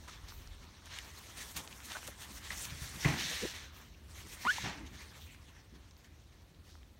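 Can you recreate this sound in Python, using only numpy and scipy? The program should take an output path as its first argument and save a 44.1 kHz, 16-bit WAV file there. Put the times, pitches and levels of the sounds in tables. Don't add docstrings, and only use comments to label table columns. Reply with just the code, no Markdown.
import sys
import numpy as np
from scipy import signal
from scipy.fft import rfft, irfft, next_fast_len
from scipy.io import wavfile
from scipy.ndimage import uniform_filter1d

SR = 44100
rng = np.random.default_rng(int(sys.argv[2]) if len(sys.argv) > 2 else 0)


def log_audio(samples):
    frames = np.atleast_2d(samples).T
    limited = np.clip(frames, -1, 1)
    pcm = np.round(limited * 32767).astype(np.int16)
    wavfile.write(sys.argv[1], SR, pcm)


N = 308259
T = np.arange(N) / SR


def wiping():
    # time_s, level_db, fizz_offset_db
    contact = [(0, -60, -10), (.4, -60.5, -7.5), (.8, -62, -13), (1.1, -56.5, -5), (1.7, -59.5, 0.5),
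               (2.15, -57, -8), (2.5, -54, -10), (3.0, -51, -2), (3.7, -64, -26), (4.02, -66, -11),
               (4.4, -53.5, -6.5), (4.85, -60.5, -13), (5.15, -59.5, -13), (5.42, -70, -3.5),
               (5.85, -68.5, -11), (6.99, -73, -7)]
    # fastest_at_s, rise_s, fade_s, level_db, fizz_offset_db
    strokes = [(.135, 0.06, 0.074, -57, -22), (.29, 0.046, 0.079, -55.5, -11),
               (.64, 0.034, 0.031, -57.5, -13), (.87, .012, .03, -55, -12), (.97, 0.072, 0.057, -48.5, -17),
               (1.19, 0.024, 0.021, -53.5, -7), (1.3, 0.026, 0.035, -51.5, -14),
               (1.415, 0.058, 0.045, -46.5, -4.5), (1.51, 0.033, 0.044, -64.5, 12.5),
               (1.575, .028, 0.038, -48, -13), (1.945, 0.13, 0.066, -48.5, -6.5),
               (2.06, 0.032, 0.039, -52, 0.5), (2.22, 0.04, 0.029, -51.5, -0.5),
               (2.36, 0.12, 0.057, -56, 2.5), (2.45, 0.022, 0.051, -48, -7), (2.512, 0.015, .06, -46.5, -7),
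               (2.62, 0.11, 0.071, -59, 10.5), (2.705, 0.012, 0.062, -48, -9),
               (2.84, 0.069, 0.066, -47.5, -4), (3.055, 0.043, 0.18, -41.5, -9),
               (3.205, 0.028, .1, -36.5, -13), (3.35, 0.11, 0.21, -39.5, -9.5),
               (3.58, 0.063, 0.069, -50, -29), (3.77, 0.031, 0.11, -58, -11), (4.12, 0.047, .04, -62, -1.5),
               (4.21, 0.05, 0.038, -50, -6), (4.335, 0.064, .035, -55.5, 1), (4.43, 0.028, .04, -54.5, 2),
               (4.52, 0.086, 0.14, -42, -10), (4.62, 0.089, 0.12, -43, -23), (5.01, 0.12, .16, -55, -9.5),
               (5.3, 0.22, 0.052, -64.5, 1), (5.59, 0.24, 0.06, -63.5, -14), (5.75, .025, 0.16, -65.5, -11),
               (6.05, .015, .025, -62.5, -5), (6.15, 0.041, 0.045, -69.5, -14),
               (6.36, 0.11, 0.098, -67, -8), (6.72, 0.096, 0.046, -68, -3)]
    # pitch_hz, gain_db
    friction_tone = [(500, -40), (1200, -14), (1750, 0), (2700, -3.5), (3600, -2.5), (4600, -4.5),
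                     (6200, -4.5), (7400, -13.5), (9000, -26), (14000, -48)]
    fizz_tone = [(4000, -5.5), (7000, -1), (8800, 0), (11700, -4.5), (13300, -7), (16000, -8)]
    drag_tone = [(200, -5.5), (400, -5.5), (600, -6), (1050, 0), (1400, -2), (2200, -18.5), (5000, -36)]
    touch_db, wet_db = curves(contact)
    rubbing = undb(touch_db) ** 2 + swells(row[:4] for row in strokes)
    wet_strokes = swells((s, rise, fade, db + wet) for s, rise, fade, db, wet in strokes)
    wetness = undb(touch_db + wet_db) ** 2 + wet_strokes
    level_db = 10 * np.log10(rubbing)
    uneven_db = np.interp(level_db, [-53, -42], [2.4, 1.1])
    grip = undb(0.65 * uneven_db * wander(45))
    friction = colour(crackle(per_s=3500, spread_db=3.5, share=0.41), friction_tone) * np.sqrt(rubbing)
    foam = colour(crackle(per_s=1100, spread_db=3.5, share=0.25), fizz_tone)
    lone_bubbles = colour(crackle(per_s=45, spread_db=0.5, share=1), fizz_tone)
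    fizz = (foam + undb(-12.5) * lone_bubbles) * np.sqrt(wetness)
    light_touch_db = -56.5
    drag_db = -61.5 + 0.26 * (level_db - light_touch_db)
    touching = np.sqrt(rubbing / (rubbing + undb(-59) ** 2))
    drag = colour(crackle(per_s=600, spread_db=2, share=0.45), drag_tone) * undb(drag_db) * touching
    rub = grip * (undb(-1.84) * friction + undb(0.3) * fizz + drag)
    return folds(rub, uneven_db, per_s=40)


def folds(x, depth_db, per_s):
    size = next_fast_len(N)
    spectrum = rfft(x, size)
    pitch = np.log(np.fft.rfftfreq(size, 1 / SR) + 1500)
    centres = np.linspace(pitch[0], pitch[-1], 24)
    shares = (np.maximum(1 - np.abs(pitch - c) / (centres[1] - centres[0]), 0) for c in centres)
    bands = (irfft(spectrum * share, size)[:N] * undb(depth_db * wander(per_s)) for share in shares)
    return sum(bands) * undb(-depth_db ** 2 * np.log(10) / 20)


def brushes():
    # peak_s, rise_s, fade_s, level_db, pitch_hz, width_hz
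    quick_brushes = [(.085, .0086, .02, -50.5, 3500, 5000), (.289, .0093, 0.024, -50.5, 4670, 1990),
                     (.974, .05, 0.014, -50.5, 2750, 4000), (1.571, .012, .018, -37, 3850, 9900),
                     (1.578, .0098, 0.089, -53, 500, 1000), (1.715, .012, 0.019, -52.5, 1950, 3000),
                     (1.855, .019, .028, -49.5, 7450, 9000), (1.917, 0.015, 0.013, -43.5, 1600, 2500),
                     (2.512, 0.0099, 0.015, -47, 1000, 800), (1.962, .012, 0.023, -49.5, 840, 500),
                     (2.078, .013, 0.013, -46.5, 5000, 10000), (2.09, .015, 0.0072, -47, 445, 500),
                     (2.6, .06, .04, -48.5, 6160, 1500), (2.652, .012, 0.01, -43, 4540, 9000),
                     (3.014, .013, 0.057, -45, 5500, 1600), (3.24, .05, 0.18, -45, 3820, 900),
                     (3.322, .021, 0.021, -49, 494, 250), (3.95, .013, 0.0099, -61.5, 2730, 690),
                     (5.225, 0.041, 0.049, -58, 3430, 1380), (5.305, 0.056, 0.055, -59, 2410, 900),
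                     (5.571, .093, .06, -69, 1790, 450), (6.05, .0091, 0.039, -65, 1780, 500),
                     (6.71, .043, 0.064, -61.5, 4600, 2200)]
    # peak_s, length_s, level_db
    sizzles = [(0.342, 0.13, -60.5), (1.188, 0.0053, -51), (3.78, 0.12, -63.5), (4.928, .08, -72),
               (5.227, 0.08, -64), (5.98, .025, -70)]
    # peak_s, rise_s, fade_s, level_db, hollow_offset_db
    squashes = [(3.052, .005, 0.074, -34.5, -3.5), (4.66, .025, 0.078, -43.5, -2)]
    sizzle, spit, hollow = (14300, 3600), (1870, 1140), (830, 420)
    bursts = list(quick_brushes)
    bursts += [(s, length / 2, length / 2, db, *sizzle) for s, length, db in sizzles]
    for s, rise, fade, db, hollow_db in squashes:
        bursts += [(s, rise, fade, db, *spit), (s, rise, fade, db + hollow_db, *hollow)]
    out = np.zeros(N)
    grit = crackle(per_s=1300, spread_db=4.0, share=0.52)
    for s, rise, fade, db, hz, width in bursts:
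        t = np.arange(-2 * rise, 6 * fade, 1 / SR)
        swell = np.exp(np.where(t < 0, -2 * (t / rise) ** 2, -t / fade))
        grains = np.roll(grit, rng.integers(N))[:len(t)]
        squelch = unit(steep_band(grains, hz, 1.32 * width))
        add(out, s - 2 * rise, undb(db) * swell * squelch)
    return out


def snaps(tick_s=0.00064, spatter_s=0.0046, spatter_db=-16):
    # start_s, level_db, pitch_hz, width_hz
    wet_snaps = [(.083, -49, 1300, 900), (0.322, -50, 1180, 800), (0.474, -51, 5400, 2500),
                 (0.858, -50, 3950, 7960), (0.9873, -36.5, 3400, 4470), (1.676, -44, 3060, 4500),
                 (1.727, -45, 2670, 2200), (1.803, -48.5, 2200, 3000), (1.920, -40, 2480, 5000),
                 (2.030, -47, 900, 2000), (2.653, -42, 2500, 5000), (2.963, -45, 2800, 2500),
                 (5.347, -53, 2350, 1500), (5.565, -56, 1850, 700), (5.910, -56, 4570, 2400),
                 (5.967, -59, 3800, 3000), (6.045, -62, 4500, 6000), (6.547, -63, 3200, 1500),
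                 (6.7533, -54.5, 1070, 900), (6.831, -58, 2320, 2000)]
    out, t = np.zeros(N), np.arange(SR // 20) / SR
    fade = np.exp(-t / tick_s) + undb(spatter_db) * np.exp(-t / spatter_s)
    for s, db, hz, width in wet_snaps:
        tick = steep_band(rng.choice([-1, 1], len(t)) * fade, hz, width)
        add(out, s, undb(db) * tick / tick[:SR // 500].std())
    return out


def squeaks():
    # time_s, pitch_hz, level_db, roughness (0 is smooth)
    squeak = [(4.446, 934, -53, 0.7), (4.452, 937, -34, 1.2), (4.462, 998, -34.5, 0.6),
              (4.469, 1068, -25.5, 0.4), (4.479, 1386, -28.5, 0.15), (4.487, 1465, -25.5, 0),
              (4.499, 1468, -23, 0.05), (4.508, 1657, -26.5, 0.2), (4.518, 1760, -33, 0.1),
              (4.529, 1850, -47, .2)]
    # start_s, length_s, start_hz, end_hz, level_db, roughness
    grips = [(0.071, 0.036, 1155, 1350, -51, 0.9), (1.948, 0.018, 1420, 1590, -39.5, 0.53),
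             (1.967, 0.0058, 1510, 2120, -37.5, 0.9), (2.505, 0.004, 1860, 1980, -30.5, 0.37),
             (2.515, 0.024, 1794, 2030, -45, .8), (3.046, 0.0069, 1650, 2220, -26.5, 0.56),
             (3.054, 0.0092, 2680, 1920, -32, 0.4), (3.422, 0.018, 417, 380, -41, 0.65),
             (3.431, 0.017, 200, 234, -37, 0.6), (3.446, 0.016, 288, 397, -33.5, 0.56),
             (4.582, 0.0056, 860, 980, -33, 0)]
    hz, db, rough = curves(squeak)
    tone = stick_slip(hz, rough, jitter=.15, judder=.7, second_db=-15, third_db=-16)
    out = undb(db) * span(squeak, fade_s=.003) * tone
    for s, length, start_hz, end_hz, db, rough in grips:
        n = int(length * SR)
        glide_hz = np.linspace(start_hz, end_hz, n)
        chirp = stick_slip(glide_hz, rough, jitter=0.33, judder=0.63, second_db=-23, third_db=-34)
        add(out, s, undb(db) * signal.windows.tukey(n, .6) * chirp)
    return out


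def stick_slip(hz, rough, jitter, judder, second_db, third_db):
    wobble = unit(band(rng.standard_normal(len(hz) + SR // 10), 390, 910))[-len(hz):]
    phase = 2 * np.pi * np.cumsum(hz * (1 + jitter * rough * wobble)) / SR
    shake = np.sin(2 * np.pi * np.cumsum(215 * (1 + 0.23 * wobble)) / SR)
    second = undb(second_db + 8.6 * rough) * np.sin(2 * phase)
    third = undb(third_db) / (1 + (3 * hz / 4100) ** 10) * np.sin(3 * phase)
    return (np.sin(phase) + second + third) * (1 + judder * rough * shake)


def door():
    # time_s, level_db, contact_s
    knocks = [(1.571, -46, 0.0018), (2.723, -34, 0.0055), (2.82, -34, 0.0051), (3.0529, -26.5, 0.002),
              (3.0601, -21, 0.002), (3.102, -34, 0.0033), (4.638, -38.5, 0.0016), (4.656, -36, 0.0038)]
    # pitch_hz, level_db, ring_s (time to fall by 60 dB)
    notes = [(75.6, -5.5, 0.21), (113, -3, 0.12), (138, -3, 0.18), (161.7, -14.5, 0.45), (265, -18.5, 0.29),
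             (302, -12, 0.17), (497, -15, 0.09), (650, -15, .08), (800, -13, .08)]
    # peak_s, rise_s, fade_s, level_db, pitch_hz
    pushes = [(.65, 0.027, 0.036, -56.5, 232), (1.39, 0.052, 0.027, -58, 200),
              (1.58, 0.024, 0.03, -49.5, 190), (1.74, .04, .03, -60, 172), (1.89, 0.037, 0.038, -56, 260),
              (2.09, 0.036, 0.012, -51.5, 211), (2.315, 0.034, 0.019, -51.5, 240),
              (2.52, 0.19, .12, -63, 159), (2.73, 0.059, .03, -55, 146), (2.83, .035, 0.081, -55.5, 139),
              (2.96, 0.016, 0.02, -47.5, 162), (3.07, .022, 0.05, -37.5, 145),
              (3.13, 0.041, 0.056, -39, 260), (3.21, .04, 0.12, -47, 165), (3.445, 0.026, 0.019, -40, 476),
              (4.255, .02, 0.021, -50.5, 148), (4.463, .012, 0.011, -42, 230),
              (4.66, 0.046, 0.074, -43, 151), (4.82, 0.098, .07, -50.5, 293),
              (4.932, 0.037, 0.055, -56, 173), (5.74, .03, .04, -55.5, 222)]
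    # pitch_hz, gain_db
    drum_tone = [(25, -45), (60, -2), (110, -9.5), (155, -2), (210, -7), (290, -5.5), (400, -11.5),
                 (600, -36), (1500, -53.5)]
    t, blows = np.arange(SR // 2) / SR, np.zeros(N)
    ring = sum(undb(db - 60 * t / ring_s) * np.cos(2 * np.pi * hz * t) for hz, db, ring_s in notes)
    for s, db, contact in knocks:
        blow = np.hanning(int(contact * SR))
        add(blows, s - contact / 2, undb(db) * blow / blow.sum())
    press = np.minimum(np.sqrt(swells(row[:4] for row in pushes)), undb(-38))
    drum = colour(crackle(per_s=180, spread_db=2.0, share=0.55), drum_tone) * press * undb(-5.5)
    slips = crackle(per_s=290, spread_db=2.5, share=0.42)
    for *movement, hz in pushes:
        spot = unit(steep_band(slips, hz, width_hz=106))
        drum += undb(-4.5) * np.sqrt(swells([movement])) * spot
    return undb(-2.5) * signal.fftconvolve(blows, ring)[:N] + drum


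def outdoors():
    # time_s, level_db
    rumble_levels = [(0, -53), (.7, -56.5), (1.1, -56), (1.8, -58), (2.5, -53), (3.5, -55), (5.1, -54.5),
                     (5.4, -58), (6.05, -58), (6.99, -55.5)]
    # pitch_hz, gain_db
    rumble_tone = [(15, -33), (26, -31), (38, -6), (56, 1), (80, 2), (115, -8), (200, -13.5), (340, -20),
                   (500, -33.5), (1000, -43.5)]
    hiss_tone = [(100, -11.5), (300, 7.5), (600, 2), (1400, -6), (5000, -9), (8000, -58), (16000, -26)]
    # peak_s, rise_s, fade_s, level_db
    puffs = [(.4, 0.19, 0.27, -52)]
    rumble_db, = curves(rumble_levels)
    rumble = colour(rng.standard_normal(N), rumble_tone) * undb(rumble_db + .7 * wander(6.8))
    puff = unit(steep_band(rng.standard_normal(N), hz=45, width_hz=22)) * np.sqrt(swells(puffs))
    hiss = undb(-69.5) * colour(rng.standard_normal(N), hiss_tone)
    return rumble + puff + hiss


def crackle(per_s, spread_db, share):
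    sizes = undb(spread_db * np.minimum(rng.exponential(size=N), 4))
    clicks = (rng.random(N) < per_s / SR) * sizes * rng.choice([-1, 1], N)
    return np.sqrt(share) * unit(clicks) + np.sqrt(1 - share) * rng.standard_normal(N)


def swells(movements):
    power = np.zeros(N)
    for s, rise, fade, db in movements:
        t = np.arange(-min(3 * rise, s), 3 * fade, 1 / SR)
        bell = np.exp(-(t / np.where(t < 0, rise, fade)) ** 2)
        add(power, s + t[0], (undb(db) * bell) ** 2)
    return power


def wander(per_s):
    hold = int(SR / per_s)
    steps = np.repeat(rng.standard_normal(N // hold + 2), hold)
    return unit(uniform_filter1d(steps, hold)[hold // 2:hold // 2 + N])


def colour(x, tone):
    hz, db = np.transpose(tone)
    size = next_fast_len(N)
    pitches = np.maximum(np.fft.rfftfreq(size, 1 / SR), 1)
    gain = undb(np.interp(np.log(pitches), np.log(hz), db))
    return unit(irfft(rfft(x, size) * gain, size)[:N])


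def band(x, hz, width_hz):
    return signal.lfilter(*signal.iirpeak(hz, hz / width_hz, fs=SR), x)


def steep_band(x, hz, width_hz):
    return band(band(x, hz, width_hz), hz, width_hz)


def curves(table):
    times, *columns = np.transpose(table)
    return [np.interp(T, times, column) for column in columns]


def span(table, fade_s):
    return np.clip(np.minimum(T - table[0][0], table[-1][0] - T) / fade_s + 1, 0, 1)


def add(out, start_s, sound):
    i = max(int(start_s * SR), 0)
    out[i:i + len(sound)] += sound[:N - i]


def undb(db):
    return 10 ** (np.asarray(db) / 20)


def unit(x):
    return x / np.sqrt(np.mean(x ** 2) + 1e-20)


def scene():
    return np.tile(wiping() + brushes() + snaps() + squeaks() + door() + outdoors(), (2, 1))


def record(dry):
    # pitch_hz, width_hz, depth (0 to 1)
    dips = [(4900, 500, 0.4), (10450, 910, 0.54)]
    for hz, width, depth in dips:
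        dry = dry - depth * band(dry, hz, width)
    top_hz = 15800
    return signal.sosfilt(signal.ellip(12, .1, 80, top_hz, fs=SR, output="sos"), dry)


dry = scene()
out = record(dry)
log_audio(out)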